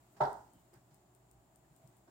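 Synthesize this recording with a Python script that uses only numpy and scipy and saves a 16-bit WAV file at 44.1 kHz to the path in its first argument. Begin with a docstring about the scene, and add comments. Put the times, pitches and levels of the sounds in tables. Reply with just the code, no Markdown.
"""A quiet room by a glass door. A few metres away something wooden thumps shut: the wood rings and
chatters, the floor booms and the room answers briefly. Faint knocks, soft low bumps, rustles and one
thin chirp sit on a bed of air noise and mains hum. Close to the left microphone something tiny,
probably a camera's lens drive, ticks about five times a second."""
import sys
import numpy as np
from scipy import signal
from scipy.fft import rfft, irfft
from scipy.io import wavfile
from scipy.ndimage import uniform_filter1d

SR = 44100
rng = np.random.default_rng(int(sys.argv[2]) if len(sys.argv) > 2 else 0)


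def bounce(signal):
    """Save signal as a 16-bit WAV file at the path given by the first command-line argument."""
    frames = np.transpose(np.atleast_2d(signal))
    limited = np.clip(frames, -1, 1)
    pcm = np.round(limited * 32767).astype(np.int16)
    wavfile.write(sys.argv[1], SR, pcm)


N = 92610
TIME = np.arange(N) / SR
BIN_HZ = np.arange(N // 2 + 1) * SR / N


def undb(db):
    """Decibels to gain."""
    return 10 ** (np.asarray(db) / 20)


def curve(points, hz):
    """Read a table on a log-frequency axis."""
    freqs, values = np.array(points, float).T
    return np.interp(np.log(np.maximum(hz, 1)), np.log(freqs), values)


def pan(db):
    """Stereo gains for a pan given as left minus right in dB."""
    return undb(np.array([[1], [-1]]) * db / 2)


def since(start):
    """Seconds since a moment, zero before it."""
    return np.maximum(TIME - start, 0)


def ring(age, attack, t60):
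    """Envelope with a rounded attack and an exponential tail."""
    return (1 - np.exp(-(age / attack) ** 2)) * np.exp(-np.log(1000) * age / t60)


def swell(centre, half_width):
    """Bell-shaped envelope."""
    return np.exp(-np.minimum(((TIME - centre) / half_width) ** 2, 100))


def drift(rate):
    """Slow random modulation with a spread near 1."""
    hold = int(SR / rate)
    steps = np.repeat(rng.standard_normal(64), hold)[:N]
    return np.sqrt(2) * uniform_filter1d(steps, hold)


# how alike the two microphones hear the room (frequency [Hz], correlation [0-1])
STEREO_LIKENESS = [(55, 0.8), (130, 0.91), (290, 0.86), (640, 0.51), (1400, 0), (3000, 0)]

def diffuse(colour, balance):
    """Coloured stereo noise of unit level, narrow in the bass and wide in the treble."""
    mid, side = rfft(rng.standard_normal((2, N)))
    alike = np.clip(curve(STEREO_LIKENESS, BIN_HZ), 0, 1)
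    stereo = np.sqrt(1 + alike) * mid + np.sqrt(1 - alike) * side * np.array([[1], [-1]])
    noise = irfft(stereo * undb(curve(colour, BIN_HZ)) * pan(curve(balance, BIN_HZ)), N)
    return noise / noise.std()


# EQ of the room tone (frequency [Hz], relative level [dB])
AIR_EQ = [(20, -48.5), (35, -16), (56, 1.5), (92, -10.5), (125, 2.5), (150, -5), (185, -2.5), (245, -8.5),
          (285, -3.5), (365, -4.5), (510, -15.5), (640, -4.5), (900, -10), (1500, -19.5), (2500, -25),
          (6000, -30), (7300, -23), (8700, -27), (11500, -31), (14500, -27), (16000, -28)]
# its stereo placement (frequency [Hz], left minus right [dB])
AIR_PAN = [(60, -1), (150, -1), (500, 1.5), (1500, -2.5), (2500, -2), (5500, -2.5), (7300, 11.5), (9000, 6),
           (13500, -2.5)]
# fader ride on the hiss above 1 kHz (time [s], gain [dB])
HISS_RIDE = [(0, 3), (.5, 2), (.85, 0.5), (.92, 0.5), (1.05, 0), (1.6, 0), (1.85, 2.5), (2.1, -0.5)]

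def air():
    """A bed of room air and microphone hiss whose treble gently rises and falls."""
    bed = diffuse(AIR_EQ, AIR_PAN)
    lows = signal.sosfiltfilt(signal.butter(2, 1000, fs=SR, output="sos"), bed)
    hiss_gain = undb(np.interp(TIME, *np.array(HISS_RIDE).T))
    return undb(-68.5) * (lows + (bed - lows) * hiss_gain)


# electrical tones (frequency [Hz], level [dB], left minus right [dB])
HUM_TONES = [(120, -76.5, .5), (366, -86.5, -5), (7130, -95.5, 17)]

def hum():
    """Mains hum and a thin electronic whine, wavering slightly in level and phase."""
    waver_db, waver_rad = 1, 0.68
    out = 0
    for hz, db, pan_db in HUM_TONES:
        gain = undb(db + waver_db * drift(rate=4.4))
        tone = np.sqrt(2) * np.sin(2 * np.pi * hz * TIME + waver_rad * drift(rate=12))
        out = out + gain * pan(pan_db) * tone
    return out


# lens tick cues (time [s], level [dB], treble tilt [dB/octave])
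TICK_CUES = [(.1259, -53.5, 4.5), (.3307, -37, -4.5), (.5356, -46.5, 1), (.596, -53, 2), (.7404, -43, 1),
             (.9452, -45, -4), (1.15, -44.5, 0.5), (1.3135, -43.5, -1), (1.5597, -44, -0.5),
             (1.7644, -46.5, 2), (1.8757, -45, -5), (1.9692, -51.5, 0)]
# the pings inside a tick (frequency [Hz], relative level [dB], half-width [ms])
TICK_PINGS = [(5800, -16, .17), (8680, -6.5, .28), (11750, -10.5, 0.13), (14400, -12, .3)]
# EQ of the haze of high hiss around each tick (frequency [Hz], relative level [dB])
TICK_HAZE_EQ = [(3000, -22), (6000, -3), (8500, 7.5), (11500, -8.5), (14500, 7), (16000, 1.5)]

def lens_drive():
    """Tiny bright ticks at the left microphone, no two alike. A faint, scratchy haze surrounds each."""
    scatter_db, smear_s, tilt_pivot_hz = 1.3, 0.079e-3, 8650
    tick_right_db, haze_lag_s = -31.5, 0.0098
    ticks, haze_envelope = 0, 0
    for start, db, tilt in TICK_CUES:
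        for hz, ping_db, half_width_ms in TICK_PINGS:
            louder, later = rng.standard_normal(2)
            centre = start + later * smear_s
            ping = swell(centre, half_width_ms / 1000) * np.cos(2 * np.pi * hz * (TIME - centre))
            tilt_db = tilt * np.log2(hz / tilt_pivot_hz)
            ticks = ticks + undb(db + ping_db + tilt_db + scatter_db * louder) * ping
        haze_envelope = haze_envelope + swell(start + haze_lag_s, half_width=0.022)
    haze = undb(-76) * haze_envelope * diffuse(TICK_HAZE_EQ, [(1, 6.5)])  # leans 6.5 dB left
    return ticks * undb([[0], [tick_right_db]]) + haze


# reverb decay by band (frequency [Hz], t60 at full length [s])
ROOM_DECAY = [(100, 0.93), (400, 0.38), (900, 0.44), (1800, 0.4), (4000, 0.47), (9000, 1)]
# stereo placement of sounds out in the room (frequency [Hz], left minus right [dB])
ROOM_PAN = [(150, -1), (380, -0.5), (700, -2), (1400, -5), (4400, -4.5), (6200, 1), (8200, 11.5),
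            (14000, -4)]

def room(start, colour, treble_db=0, decay_scale=1):
    """Dense reflections of a blow; each band dies at its own rate."""
    age = since(start)
    shelf = undb(treble_db * BIN_HZ ** 2 / (BIN_HZ ** 2 + 2000 ** 2))
    spectrum = rfft(diffuse(colour, ROOM_PAN)) * shelf
    out = 0
    for band_hz, t60 in ROOM_DECAY:
        band = curve([(hz, hz == band_hz) for hz, _ in ROOM_DECAY], BIN_HZ)  # fades into its neighbours
        out = out + irfft(spectrum * band, N) * ring(age, attack=0.0042, t60=t60 * decay_scale)
    return out


# knock cues (time [s], level [dB], treble shelf [dB], share of the room's decay [0-1])
KNOCK_CUES = [(.162, -58.5, 2, 0.62), (0.728, -62, 2.5, 0.49), (.904, -77, 14, 0.96),
              (2.073, -57.5, -7, 0.29)]
# EQ shared by the knocks (frequency [Hz], relative level [dB])
KNOCK_EQ = [(60, -19.5), (200, -2), (360, -2), (510, -7.5), (780, 2), (1150, -7), (1700, -9.5),
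            (2500, -19.5), (3500, -24), (5200, -19), (7000, -28.5), (15000, -41)]

def knocks():
    """Light contacts, heard only as the room's reflections."""
    return sum(undb(db) * room(start, KNOCK_EQ, treble_db, decay_scale)
               for start, db, treble_db, decay_scale in KNOCK_CUES)


# body: modes of the struck wood (frequency [Hz], relative level [dB], t60 [s])
WOOD_MODES = [(406.5, -6.5, .37), (431.5, -8, .3), (599, -3.5, .27), (621.6, -3, .21), (679, -9.5, .36),
              (741.5, -3, .35), (774, 4.5, 0.16), (787, 3, .25), (860, -5, .36), (898.6, 5.5, .22),
              (925.4, -3.5, .41), (983, -3.5, .33), (1080, -15, .3), (1308, -5, 0.11), (1420, -17, 0.16)]
# weight: boom of floor and room (frequency [Hz], relative level [dB], attack [s], t60 [s])
BOOM_MODES = [(56.2, -24.5, .018, 0.17), (139, -.5, .028, .13)]
# tail: EQ of the room's answer (frequency [Hz], relative level [dB])
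TAIL_EQ = [(60, -29.5), (200, -24), (320, -18), (410, -6), (510, -15), (620, -5), (880, -1), (1130, -15.5),
           (1400, -11), (1700, -23), (1950, -25), (2400, -45), (3600, -38), (5200, -43), (6600, -48),
           (8500, -51), (11500, -63.5), (15000, -53.5)]

def thump():
    """One blow rings the wood, sets the floor booming and fills the room."""
    start, level_db, wood_db, tail_db = 0.2022, -22, -8, -6
    wood_attack_s, phase_spread_rad = 0.0084, 0.55
    age = since(start)
    phases = phase_spread_rad * rng.standard_normal((len(WOOD_MODES), 2, 1))  # per mode and microphone
    wood = sum(undb(db) * ring(age, wood_attack_s, t60) * np.sin(2 * np.pi * hz * age + phase)
               for (hz, db, t60), phase in zip(WOOD_MODES, phases))
    boom = sum(undb(db) * ring(age, attack, t60) * np.sin(2 * np.pi * hz * age)
               for hz, db, attack, t60 in BOOM_MODES)
    tail = room(start, TAIL_EQ)
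    punch_db = 2.5 * swell(start + 0.016, half_width=0.0052)  # early reflections lift the attack
    return undb(level_db + punch_db) * (undb(wood_db) * wood + boom + undb(tail_db) * tail)


# crack cues (time [s], level [dB])
CRACK_CUES = [(0.203, -57), (0.2098, -54), (.2245, -51), (0.235, -46), (.2525, -47)]
# EQ of the cracks (frequency [Hz], relative level [dB])
CRACK_EQ = [(150, -15), (400, 3), (520, -6.5), (850, 6.5), (1300, 0), (2400, -19.5), (3800, -8),
            (5300, -6.5), (7000, -32.5), (15000, -41.5)]

def cracks():
    """The wood chatters as it settles: short dry contacts at the front of the thump."""
    envelope = sum(undb(db) * ring(since(start), attack=0.001, t60=0.046) for start, db in CRACK_CUES)
    return envelope * diffuse(CRACK_EQ, ROOM_PAN)


# bump cues (time [s], level [dB], pitch [Hz], length [s])
BUMP_CUES = [(.455, -73, 55, 0.076), (0.557, -67.5, 280, 0.039), (.565, -68, 179, 0.049),
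             (0.568, -69, 62, 0.019), (0.741, -63.5, 354, 0.024), (.776, -66, 128, 0.033),
             (.93, -70, 153, 0.053), (1.377, -69.5, 60.3, 0.075), (1.395, -76, 788, .07),
             (1.728, -62, 137, .03), (1.851, -62.5, 126, .03), (1.884, -68, 124, .045),
             (1.84, -70, 656, .05), (1.906, -71, 300, .025), (2.086, -62, 337, .012)]

def bumps():
    """Dull, soft stirrings: in each, one low resonance swells briefly inside a little rumble."""
    out = 0
    for centre, db, hz, length in BUMP_CUES:
        tone = np.sqrt(2) * np.sin(2 * np.pi * (hz * (TIME - centre) + rng.random()))
        rumble_eq = [(hz / 2, -24), (hz, 0), (hz * 2, -20), (hz * 10, -60)]
        rumble = undb(-2) * diffuse(rumble_eq, balance=[(hz, 0)])
        out = out + undb(db) * swell(centre, length / 2) * (tone + rumble)
    return out


def chirp():
    """A very faint, unsteady whistle to the right, perhaps a bird outside."""
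    centre, length, hz = 0.572, 0.085, 3060
    phase_wander = 0.12 * np.cumsum(rng.standard_normal(N))
    tone = np.sin(2 * np.pi * hz * TIME + phase_wander)
    return undb(-82.5) * pan(-5) * swell(centre, length / 2) * tone


# rustle cues (time [s], level [dB], length [s])
RUSTLE_CUES = [(0.766, -75, .06), (1.652, -82.5, 0.045), (1.942, -84, 0.057)]
# EQ of the rustles (frequency [Hz], relative level [dB])
RUSTLE_EQ = [(300, -20), (1000, -2), (1700, 8), (2600, -4.5), (5000, -19), (15000, -28.5)]

def rustles():
    """Faint brushing sounds, perhaps cloth, further back in the room."""
    envelope = sum(undb(db) * swell(centre, length / 2) for centre, db, length in RUSTLE_CUES)
    return envelope * diffuse(RUSTLE_EQ, ROOM_PAN)


def scene():
    """The stereo mix of all layers."""
    return air() + hum() + lens_drive() + knocks() + thump() + cracks() + bumps() + chirp() + rustles()


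def record(dry):
    """Master EQ: a low cut at 38 Hz and a steep high cut at 16.2 kHz."""
    low_cut = signal.butter(4, 38, "high", fs=SR, output="sos")
    high_cut = signal.ellip(10, 0.2, 70, 16200, fs=SR, output="sos")
    return signal.sosfilt(high_cut, signal.sosfilt(low_cut, dry))


dry = scene()
out = record(dry)
bounce(out)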